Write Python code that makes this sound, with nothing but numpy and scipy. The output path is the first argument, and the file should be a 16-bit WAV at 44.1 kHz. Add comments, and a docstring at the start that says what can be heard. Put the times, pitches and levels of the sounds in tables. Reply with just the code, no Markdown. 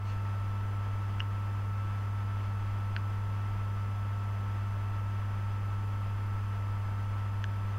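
"""Quiet room with a computer fan

A built-in computer microphone hears the cooling fan: sines on multiples of its speed, plus rushing shaped noise.
A motor whines faintly as a few sines. Three small dry ticks (the first doubled) are impulses through resonances.
Cloth rustles softly twice as swells of noise. Mains hum, steady tones and a low rumble lie beneath;
the preamp hisses in each channel."""
import sys
import numpy as np
from scipy import signal
from scipy.fft import rfft, irfft
from scipy.io import wavfile

SR = 44100
rng = np.random.default_rng(int(sys.argv[2]) if len(sys.argv) > 2 else 0)


def put_to_file(sound):
    """Save the sound as 16-bit audio at rate SR, in the file named by the first command-line argument."""
    columns = np.atleast_2d(sound).T  # one column per channel
    safe = np.clip(columns, -1, 1)
    whole_steps = np.round(safe * 32767)
    wavfile.write(sys.argv[1], SR, whole_steps.astype(np.int16))


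N = 343274  # length in samples


def amp(db):
    """Decibels to gain."""
    return 10 ** (np.asarray(db) / 20)


def colour(points, hz):
    """Gain curve through a few spectrum points, joined on a log-frequency axis."""
    point_hz, point_db = np.transpose(points)
    return amp(np.interp(np.log(hz + 1), np.log(point_hz + 1), point_db))


def noise(points):
    """White noise filtered to the given density per Hz."""
    spectrum = rfft(rng.standard_normal(N))
    gain = colour(points, np.fft.rfftfreq(N, 1 / SR))
    return irfft(spectrum * gain, N) * np.sqrt(SR / 2)


def wander(rate_hz):
    """Slow random drift of rms 1, with little movement much faster than the rate."""
    spectrum = rfft(rng.standard_normal(N))
    lowpass = np.exp(-(np.fft.rfftfreq(N, 1 / SR) / rate_hz) ** 2)
    drift = irfft(spectrum * lowpass, N)
    return (drift - drift.mean()) / drift.std()


def stack(pitch_hz, orders):
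    """Sines on whole multiples of a pitch curve, each with a random starting phase."""
    turns = np.cumsum(pitch_hz * np.ones(N)) / SR
    total = np.zeros(N)
    for order, level_db in orders:
        phase = 2 * np.pi * (round(order) * turns + rng.random())
        total += np.sqrt(2) * amp(level_db) * np.sin(phase)  # root 2 turns rms into peak
    return total


def add(mix, start_s, sound):
    """Lays a sound into the mix, cut off at the end of the mix."""
    part = mix[round(start_s * SR):][:len(sound)]
    part += sound[:len(part)]


def causal(gain):
    """Minimum-phase click with this gain over the full circle of frequencies: no energy before its onset."""
    log_gain = np.log(gain + 1e-4)  # the small floor keeps the logarithm finite
    return np.fft.ifft(np.exp(np.conj(signal.hilbert(log_gain)))).real


# Fan hum, the ninth order is the blades passing: order (multiple of the speed), level_db (rms)
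FAN_ORDERS = [(1, -33), (2, -54), (3, -67), (4, -71), (5, -72), (7, -70), (8, -68), (9, -57), (11, -71)]
# Air rushing through the vent: freq_hz, density_db (per Hz)
AIR_SPECTRUM = [(60, -100), (300, -83), (750, -83), (1190, -78), (1450, -83.5), (1900, -86), (2350, -90.5),
                (3350, -94.5), (3850, -103.2), (4700, -103), (4950, -100), (5250, -106), (6300, -106),
                (7300, -116), (11000, -130)]
# Turns per second at the start and once steady, and the time scale of the creep between them
FAN_START_HZ, FAN_STEADY_HZ, SETTLE_S = 100.11, 100.49, 2.15


def fan():
    """A slightly unbalanced rotor creeps up to its speed and shakes the case every turn; its air swells a little."""
    t = np.arange(N) / SR
    speed_hz = FAN_STEADY_HZ + (FAN_START_HZ - FAN_STEADY_HZ) * np.exp(-(t / SETTLE_S) ** 2)
    speed_hz = speed_hz * (1 + 0.00042 * wander(rate_hz=2.5))
    hum = stack(speed_hz, FAN_ORDERS) * amp(0.15 * wander(rate_hz=6.8))
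    air = noise(AIR_SPECTRUM) * amp(0.51 * wander(rate_hz=12))
    return hum + air


# Motor whine: order (multiple of its pitch), level_db (rms)
WHINE_ORDERS = [(1, -51.9), (2, -68.9), (5, -89.2)]
WHINE_HZ = 1320.9


def whine():
    """A small motor holds its pitch to within a fraction of a percent; thin overtones ride on top."""
    pitch_hz = WHINE_HZ * (1 + 0.000484 * wander(rate_hz=1.39))
    return stack(pitch_hz, WHINE_ORDERS) * amp(0.76 * wander(rate_hz=6.7))


# Ticks: start_s, then for the low, middle and high resonance each: pitch_hz, height_db, half_width_hz
TICKS = [(1.1974, 1320, -28, 250, 2700, -6, 250, 5500, -23, 900),
         (1.2036, 1520, 1.5, 420, 2850, 10, 170, 5340, -17, 380),
         (2.9645, 1590, 6.5, 220, 2720, -2.5, 560, 4330, -11.5, 430),
         (7.4414, 1660, 7, 130, 3080, -4.5, 560, 6200, -19.5, 900)]
# The microphone's port takes this notch out of every tick
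NOTCH_HZ, NOTCH_WIDTH_HZ, NOTCH_DB = 3790, 200, -7
ECHO_S = 0.0092  # delay of the near wall's answer


def ticks(size=1024, low_hz=800, top_hz=7000, echo_db=-20, tail_db=-19, tail_t60=0.13):
    """Each tick is one impulse through three resonances; a near wall and the dry room answer faintly."""
    freq_hz = abs(np.fft.fftfreq(size, 1 / SR))
    top_cut = 1 + (freq_hz / top_hz) ** 24
    low_cut = 1 + (low_hz / (freq_hz + 1)) ** 6
    band = 1 / np.sqrt(top_cut * low_cut)
    notch = amp(NOTCH_DB * np.exp(-((freq_hz - NOTCH_HZ) / NOTCH_WIDTH_HZ) ** 2))
    close = np.zeros(N)
    for start_s, *modes in TICKS:
        body = np.zeros(size)
        for pitch_hz, height_db, half_width_hz in np.reshape(modes, (-1, 3)):
            offset = (freq_hz - pitch_hz) / half_width_hz
            body += amp(height_db) / (1 + 0.5 * offset ** 2) ** 1.5
        click = -causal(body * band * notch)  # the first swing is inverted
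        add(close, start_s, click)
        add(close, start_s + ECHO_S, amp(echo_db) * click)
    tail_t = np.arange(SR // 2) / SR
    tail = rng.standard_normal(len(tail_t)) * amp(-60 * tail_t / tail_t60)
    tail = tail / np.linalg.norm(tail)  # unit energy
    return close + amp(tail_db) * signal.oaconvolve(close, tail)[:N]


# Rustles: centre_s, length_s, gain_db (on the spectrum below)
RUSTLES = [(0.097, .11, 3), (2.47, .2, -8)]
# Colour of the cloth: freq_hz, density_db (per Hz)
RUSTLE_SPECTRUM = [(1500, -110), (2700, -90), (3700, -104), (4350, -94.5), (4900, -106), (6200, -102),
                   (7800, -112), (10000, -128)]


def rustle():
    """Soft brushes of cloth, each a smooth bell-shaped swell of fine friction noise."""
    t = np.arange(N) / SR
    stroke = np.zeros(N)
    for centre_s, length_s, gain_db in RUSTLES:
        stroke += amp(gain_db) * np.exp(-2 * np.pi * ((t - centre_s) / length_s) ** 2)
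    return stroke * noise(RUSTLE_SPECTRUM)


# Mains hum and weak steady tones of the case: pitch_hz, level_db (rms)
STEADY_TONES = [(47.0, -57.9), (60.0, -49.9), (90.1, -63.0), (232.8, -69.9), (264.0, -74.0), (575.0, -72.6),
                (1556.1, -72.2)]
# Low rumble of room and desk: freq_hz, density_db (per Hz)
RUMBLE_SPECTRUM = [(10, -63.5), (45, -69.5), (72, -76.5), (135, -80), (175, -74.5), (215, -81.5),
                   (330, -88), (800, -120)]


def room():
    """Steady tones, mostly low, over a dull rumble of filtered noise."""
    tones = sum(stack(pitch_hz, [(1, level_db)]) for pitch_hz, level_db in STEADY_TONES)
    return tones + noise(RUMBLE_SPECTRUM)


def scene():
    """One microphone feeds both channels alike."""
    mono = fan() + whine() + ticks() + rustle() + room()
    return np.tile(mono, (2, 1))


# Preamp hiss: freq_hz, density_db (per Hz)
HISS_SPECTRUM = [(1500, -128), (3000, -113), (5000, -108.8), (8000, -108.2), (15500, -109.2)]
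EDGE_HZ = 15850  # upper band limit


def record(dry):
    """Each channel adds its own preamp hiss; the level fades in slightly; a lowpass limits the band."""
    wet = dry + np.array([noise(HISS_SPECTRUM), noise(HISS_SPECTRUM)])
    t = np.arange(N) / SR
    wet = wet * amp(-3.5 * np.exp(-t / 0.033))  # starts 3.5 dB low, time constant 33 ms
    lowpass = signal.firwin(511, EDGE_HZ, window=("kaiser", 9), fs=SR)
    return signal.oaconvolve(wet, lowpass[None], "same")


dry = scene()
out = record(dry)
put_to_file(out)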